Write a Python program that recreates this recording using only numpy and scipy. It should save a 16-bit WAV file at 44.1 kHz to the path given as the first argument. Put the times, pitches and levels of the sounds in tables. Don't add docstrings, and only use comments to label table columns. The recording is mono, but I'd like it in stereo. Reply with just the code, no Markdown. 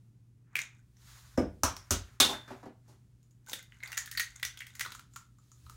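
import sys
import numpy as np
from scipy import signal
from scipy.fft import rfft, irfft, next_fast_len
from scipy.io import wavfile
from scipy.ndimage import uniform_filter1d, map_coordinates

SR = 44100
rng = np.random.default_rng(int(sys.argv[2]) if len(sys.argv) > 2 else 0)


def output_pcm(signal):
    pcm = np.clip(np.atleast_2d(signal).T, -1, 1) * 32767
    wavfile.write(sys.argv[1], SR, np.round(pcm).astype(np.int16))


N = 254016
SPAN = 2 ** 15
CRACK_ECHO_DB = -2.5

# frequency_hz, likeness (1 = identical)
NOISE_LIKENESS = [(60, .92), (130, 0.86), (290, 0.61), (640, 0), (1400, 0)]


def amp(db):
    return 10 ** (np.asarray(db) / 20)


def unit(x):
    return x / np.sqrt(np.mean(x ** 2) + 1e-20)


def along(points, hz):
    f, v = np.transpose(points)
    return np.interp(np.log(hz + 1), np.log(f + 1), v)


def wobble(rate):
    knots = rng.standard_normal(int(N * rate / SR) + 4)
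    return map_coordinates(knots, [np.arange(N) * rate / SR])


def filtered(x, response):
    m = next_fast_len(x.shape[-1] + 8192)
    spectrum = rfft(x, m) * response(np.fft.rfftfreq(m, 1 / SR))
    return irfft(spectrum, m)[..., :x.shape[-1]]


def ring(f, modes):
    total = 0
    for k, (c, width, db) in enumerate(modes):
        resonance = 1j * f * width / (c * c - f * f + 1j * f * width)
        total = total + (-1) ** k * amp(db) * resonance
    return total


def paired(pair, spectrum, likeness):
    turn = lambda f: np.arccos(np.clip(along(likeness, f), -1, 1)) / 2
    weights = lambda f: amp(along(spectrum, f)) * [np.cos(turn(f)), np.sin(turn(f))]
    mid, side = filtered(pair, weights)
    return np.array([mid + side, mid - side])


def hiss():
    # (per Hz, relative)
    noise_spectrum = [(60, -25.5), (110, -5.5), (182, -14), (260, -18.5), (358, -25), (553, -37),
                      (1010, -39.5), (2600, -46.5), (4000, -57), (6800, -47.5), (9000, -62), (16500, -64.5)]
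    noise = unit(paired(rng.standard_normal((2, N)), noise_spectrum, NOISE_LIKENESS))
    return amp(-65 + 1.5 * wobble(4.3)) * noise


def rumble():
    # time_s, level_db
    rumble_course = [(0, -69.5), (0.602, -72.5), (1.2, -61.5), (2.6, -68.5), (3.698, -68), (4.5, -61.5),
                     (5.28, -67.5), (5.55, -64.5), (5.72, -53)]
    s, level_db = np.transpose(rumble_course)
    band = [(20, -28.0), (55, 4), (95, -4), (130, -33.5)]  # frequency_hz, level_db
    noise = unit(paired(rng.standard_normal((2, N)), band, NOISE_LIKENESS))
    swell_db = np.interp(np.arange(N) / SR, s, level_db) + 0.83 * wobble(9)
    return amp(swell_db) * noise


def hum():
    # pitch_hz, level_db, width_hz (scales the pitch drift)
    hum_tone = (119.6, -62, 6)
    hz, db, width = hum_tone
    phase = 2 * np.pi * np.cumsum(hz + 0.18 * width * wobble(1.8)) / SR
    tone = np.sqrt(2) * amp(db + 1.5 * wobble(8.8)) * np.sin(phase)
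    return tone * amp([[.3], [-.3]])


def strokes(quicker=1):
    # start_s, length_s, swish_db, hollow_db, crackle_db
    finger_strokes = [(0.515, .05, -96, -76, -88), (0.568, 0.053, -78.5, -56, -51.5),
                      (0.654, 0.14, -81, -78, -76.5), (1.02, 0.069, -63, -71.5, -90),
                      (1.081, 0.11, -55, -61, -93), (1.226, 0.12, -62.5, -66.5, -96.5),
                      (1.7, 0.43, -66, -64.5, -98.5), (2.3, .3, -66.5, -63.5, -96.5),
                      (2.88, 0.049, -72, -74, -101), (3.48, 0.12, -85, -73.5, -55),
                      (3.72, 0.091, -72, -72, -74), (3.86, 0.14, -64, -55.5, -55.5),
                      (4.3, 0.19, -70, -68.5, -60.5), (4.55, 0.4, -71, -71, -63),
                      (4.82, 0.099, -60.5, -60, -62), (5.14, 0.074, -67.5, -96, -72),
                      (5.438, 0.23, -71, -85, -98)]
    swell, fade = quicker * 251.5, quicker * 148.5
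    t = np.arange(N) / SR
    energy = 0
    for s, length, *levels_db in finger_strokes:
        shape_db = -swell * np.clip(s - t, 0, None) - fade * np.clip(t - s - length, 0, None)
        energy = energy + amp(shape_db + np.array(levels_db)[:, None]) ** 2
    return np.sqrt(energy)


def rub():
    # (per Hz, relative)
    swish_spectrum = [(880, -29), (1500, -18), (3690, -3.5), (6000, -5), (6630, -1), (8080, -9),
                      (14900, -6.5), (16000, -12.5)]
    # pitch_hz, width_hz, level_db (the response is squared below)
    cup_modes = [(1455.3, 2000, 3), (2040, 2400, 2)]
    swish_gain, hollow_gain, _ = strokes()
    grains = lambda depth_db: rng.standard_normal((2, N)) * amp(depth_db * wobble(37))
    swish = unit(filtered(grains(depth_db=0.8), lambda f: amp(along(swish_spectrum, f))))
    hollow = unit(filtered(grains(depth_db=1.5), lambda f: ring(f, cup_modes) ** 2))
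    return swish_gain * swish + hollow_gain * hollow


def tiles():
    # frequency_hz, t60_s
    decay_times = [(80, 0.57), (200, 0.16), (530, 0.28), (1400, 0.28), (3700, 0.28), (9700, 0.18)]
    # frequency_hz, likeness
    echo_likeness = [(60, 1), (125, .93), (250, 0.95), (500, 0.59), (1000, -0.11), (2000, 0.2),
                     (8000, -0.22)]
    hz, t, z = signal.stft(rng.standard_normal((2, SPAN // 2)), SR, nperseg=256)
    t60 = np.clip(along(decay_times, hz), .05, 2)[:, None]
    tail = signal.istft(z * amp(-60 * t / t60), SR, nperseg=256)[1]
    tail = paired(tail, [(70, -5), (220, 0)], echo_likeness)
    late = np.pad(tail / np.linalg.norm(tail[0]), ((0, 0), (90, 0)))
    return rfft(late[:, :SPAN // 2], SPAN)


def crackle():
    # pitch_hz, width_hz, level_db
    chip_modes = [(1520, 67, 0), (2090, 83, -3.5), (3624, 210, -7.5), (6700, 900, -5.5)]
    rate, spread_db = 270, 7.5
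    chance, size = rng.random(N), np.clip(rng.exponential(size=N), 0, 3.5)
    pick = rng.integers(len(chip_modes), size=N)
    ticks = (chance < rate / SR) * amp(spread_db * size)
    chips = 0
    for k, mode in enumerate(chip_modes):
        share = np.where(pick == k, 1, .25)
        chips = chips + filtered(ticks * share, lambda f: ring(f, [mode]))
    chips = unit(chips) * strokes(quicker=4)[2]
    echo = signal.fftconvolve(chips[None], irfft(tiles()), axes=1)[:, :N]
    return chips + amp(CRACK_ECHO_DB) * echo


def add(out, s, layers, length, lag, pan_db, echo):
    u = np.arange(8192) / SR / max(length, 2e-4)
    fractures = rng.standard_normal(len(u)) * amp(3.5 * rng.standard_normal(len(u)))
    push = rfft(fractures * np.sqrt(u) * np.exp(-2 * u), SPAN)
    push = push / np.sqrt(uniform_filter1d(np.abs(push) ** 2, size=150) + 1e-9)
    f = np.fft.rfftfreq(SPAN, 1 / SR)
    sound = 0
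    for db, response in layers:
        layer = push * response(f)
        level = np.sqrt(SR / 200 / np.mean(np.abs(layer) ** 2))
        sound = sound + amp(db) * layer * level
    delay = np.exp(-2j * np.pi * f * np.array([[lag], [0]]))
    direct = amp([[pan_db / 2], [-pan_db / 2]]) * delay
    heard = irfft(sound * (direct + echo))
    heard[:, -SPAN // 4:] = 0
    start = round(s * SR)
    out[:, start:start + SPAN] += heard


def shell_layers(snap_db, hollow_db, hollow, shell_hz, shell_db, edge_db, sharpness):
    return [(hollow_db, hollow),
            (shell_db, lambda f: ring(f, [(shell_hz, shell_hz / max(sharpness, 1), 0)])),
            (edge_db, lambda f: ring(f, [(9860, 31000, 0)]) ** 2),
            (snap_db, lambda f: ring(f, [(4080, 21200, 0)]) ** 3)]


def cracks():
    # start_s, strength_db (reference for snap and push), hollow_db,
    # shell_hz, shell_db, edge_db
    shell_cracks = [(0.5544, -18, -29, 2506, -26, -34), (0.5653, -9.5, -33, 3300, -55.5, -56.5),
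                    (0.5894, -11, -32.5, 5900, -41, -49.5), (0.9677, -56, -73, 5800, -61.5, -80),
                    (1.7653, -18.5, -50, 5500, -40.5, -59.5), (3.2294, -55, -88, 7000, -65.5, -72),
                    (3.3089, -58.5, -95, 6950, -64, -74.5), (3.463, -50, -70, 6500, -65, -55.5),
                    (3.483, -24.5, -54, 7200, -45, -62), (3.4958, -25, -56, 6300, -41, -42.5),
                    (3.5114, -36, -78, 6400, -57, -45), (3.5174, -17.5, -68, 3930, -58, -62),
                    (3.5313, -13, -42, 3630, -34.5, -30), (3.5421, -35, -63, 3440, -62, -53),
                    (3.6264, -53, -70, 6780, -66, -49.5), (3.721, -55, -55, 2910, -57.5, -85),
                    (3.8033, -48, -55, 4080, -62, -76), (3.8276, -47, -45, 3920, -55, -64),
                    (3.8337, -28, -37, 7000, -45.5, -48), (3.8746, -27.5, -62, 4530, -48.5, -46),
                    (3.904, -45, -55, 6910, -70, -54), (3.9183, -31, -42, 6150, -45, -41),
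                    (3.9279, -17, -42.5, 2750, -45, -47), (3.9711, -44, -40.5, 6400, -42, -38),
                    (3.976, -13.5, -32.5, 6830, -26, -29.5), (4.003, -44, -49, 6970, -63, -49),
                    (4.059, -39, -57, 6930, -52, -39), (4.0745, -33, -44, 3620, -52, -53),
                    (4.1138, -39, -55, 7040, -54, -32.5), (4.1234, -35, -47, 7100, -58, -51),
                    (4.136, -31, -55, 6800, -49, -59), (4.1501, -42.5, -41, 6860, -47, -55),
                    (4.1734, -25, -31.5, 4500, -29, -29), (4.1958, -26, -28.5, 4430, -36, -25),
                    (4.2009, -8, -32, 6400, -31.5, -41), (4.37, -40, -66, 6930, -71, -73),
                    (4.3974, -30, -53.5, 3470, -68, -55), (4.4285, -6, -30.5, 3560, -36, -42),
                    (4.4507, -9, -59, 5940, -33.5, -33.5), (4.5731, -20, -56, 3300, -48, -64),
                    (4.6039, -19, -40.5, 3240, -51, -53), (4.6188, -40, -43, 2740, -49, -72),
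                    (4.6672, -29, -54, 3340, -59, -45.5), (4.7521, -57, -54.5, 6940, -52, -43.5),
                    (4.795, -19, -40, 6900, -42, -34), (4.808, -3.5, -31.5, 5900, -42, -43),
                    (4.8485, -25, -38.5, 3460, -45, -46), (4.8609, -22, -40.5, 4000, -45, -54),
                    (4.9199, -15.5, -51, 3900, -50, -70), (4.9483, -26, -45.5, 7000, -46, -51),
                    (4.9939, -22, -51, 6540, -69, -76), (5.1355, -55, -70.5, 7150, -52, -80),
                    (5.1603, -20.5, -43, 6900, -42.5, -50), (5.3848, -77.5, -65.5, 7220, -61.5, -88),
                    (5.5163, -65, -63.5, 6800, -50, -85), (5.6631, -42.5, -55.5, 4080, -62.5, -65),
                    (5.697, -59, -49, 7070, -58, -46.5)]
    # time_s, pitch_hz (air in the halves), push_db (thumbs, against the strength)
    hand_grip = [(0.551, 2224, -41.5), (.97, 1900, -28), (1.77, 1000, -44), (3.5, 1000, -33),
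                 (3.532, 1790, -30), (3.7, 1950, -35), (3.83, 2110, -27.5), (3.97, 1840, -53),
                 (4.06, 1760, -71), (4.198, 1930, -51), (4.6, 2050, -42.5), (4.81, 1930, -48),
                 (4.861, 1303, -31), (5, 1350, -60), (5.5, 1270, -40), (5.701, 1274, -32)]
    snap_re_strength_db = -25.5
    tear_s, tear_growth, tear_scatter = 0.0035, 0.0088, .4
    out = np.zeros((2, N + SPAN))
    at, pitch, push_db = np.transpose(hand_grip)
    rooms = [tiles() for _ in range(14)]
    for k, (s, strength_db, hollow_db, shell_hz, shell_db, edge_db) in enumerate(shell_cracks):
        hz = np.interp(s, at, pitch)
        scatter = tear_scatter * rng.standard_normal()
        length = tear_s * np.exp(tear_growth * (strength_db + 21) + scatter)
        cavities = lambda f: ring(f, [(0.74 * hz, hz / 8, -8), (hz, hz / 10, 0)])
        halves = lambda f: cavities(f) * ring(f, [(hz, 0.46 * hz, 0)])
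        layers = shell_layers(strength_db + snap_re_strength_db, hollow_db, halves,
                              shell_hz, shell_db, edge_db, sharpness=13.0)
        thumb_db = strength_db + np.interp(s, at, push_db)
        layers += [(thumb_db, lambda f: ring(f, [(590, 1700, 0)]) ** 2)]
        echo = amp(CRACK_ECHO_DB) * rooms[k % len(rooms)]
        add(out, s, layers, length, lag=.00006, pan_db=5.5, echo=echo)
    return out[:, :N]


def knocks():
    # pitch_hz, width_hz, level_db
    cupboard_modes = [(52, 9.7, -1.5), (88, 18, -0.5)]
    # pitch_hz, width_hz, level_db
    wood_modes = [(208, 76, -3.5), (271, 49, 0.5), (393, 39, 0), (488, 323, -1.5), (593, 388, -4)]
    # pitch_hz, width_hz, level_db
    bowl_modes = [(3510, 5, 0), (3570, 6, -3), (3620, 8, -6)]
    # start_s, snap_db, boom_db, wood_db, hollow_hz, hollow_db,
    # shell_hz, shell_db, shell_sharpness (pitch over width), bowl_db, contact_s
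    hard_blows = [(1.375, -59, -26.5, -19.5, 1340, -38, 5220, -42.5, 23, -74, 0.0079),
                  (1.634, -27, -30, -32.5, 1130, -23.5, 5780, -26, 10, -71, 0.0021),
                  (1.907, -25, -29, -32, 1400, -32.5, 6230, -27, 7.4, -67, 0.0039),
                  (2.201, -16, -38.5, -31.5, 1300, -26, 3610, -16.5, 8.6, -25, 0.0048)]
    # start_s, snap_db, wood_db, hollow_hz, hollow_db, contact_s
    soft_bumps = [(2.247, -27, -34, 1090, -33.5, 0.014), (2.287, -34, -37, 870, -32.5, 0.041),
                  (2.33, -64, -49, 1610, -38, 0.0081), (2.476, -78, -50.5, 1460, -44.5, 0.019),
                  (2.502, -80, -41, 804, -40, 0.024), (2.629, -92, -49.5, 944, -48.5, 0.012),
                  (2.655, -80, -42, 816, -48, 0.013), (2.878, -58, -57, 935, -60.5, 0.042)]
    edge_re_snap_db, boom_re_wood_db = -21, -12.5
    blow_echo_db, bump_echo_db = 3.5, 0
    out = np.zeros((2, N + SPAN))
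    air = lambda hz: lambda f: ring(f, [(hz, hz / 3, 0)])
    cupboard = lambda f: ring(f, cupboard_modes)
    wood = lambda f: ring(f, wood_modes)
    bowl = lambda f: ring(f, bowl_modes)
    soft_snap = lambda f: ring(f, [(4445, 15000, 0)]) ** 2
    for (s, snap_db, boom_db, wood_db, hz, hollow_db,
         shell_hz, shell_db, sharpness, bowl_db, contact_s) in hard_blows:
        layers = shell_layers(snap_db, hollow_db, air(hz), shell_hz, shell_db,
                              snap_db + edge_re_snap_db, sharpness)
        layers += [(boom_db, cupboard), (wood_db, wood), (bowl_db, bowl)]
        add(out, s, layers, contact_s, lag=0.00016, pan_db=5.0, echo=amp(blow_echo_db) * tiles())
    for s, snap_db, wood_db, hz, hollow_db, contact_s in soft_bumps:
        layers = [(hollow_db, air(hz)), (snap_db, soft_snap),
                  (wood_db + boom_re_wood_db, cupboard), (wood_db, wood)]
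        add(out, s, layers, contact_s, lag=0.00017, pan_db=5.0, echo=amp(bump_echo_db) * tiles())
    return out[:, :N]


def scene():
    background = hiss() + rumble() + hum()
    return background + rub() + crackle() + cracks() + knocks()


def record(dry):
    treble = [(9000, -0.5), (13000, -6), (15500, -5)]  # frequency_hz, level_db
    heard = filtered(dry, lambda hz: amp(along(treble, hz)))
    limit_hz = 15850
    return filtered(heard, lambda hz: amp(-np.clip(hz - limit_hz, 0, 1600) / 10))


dry = scene()
out = record(dry)
output_pcm(out)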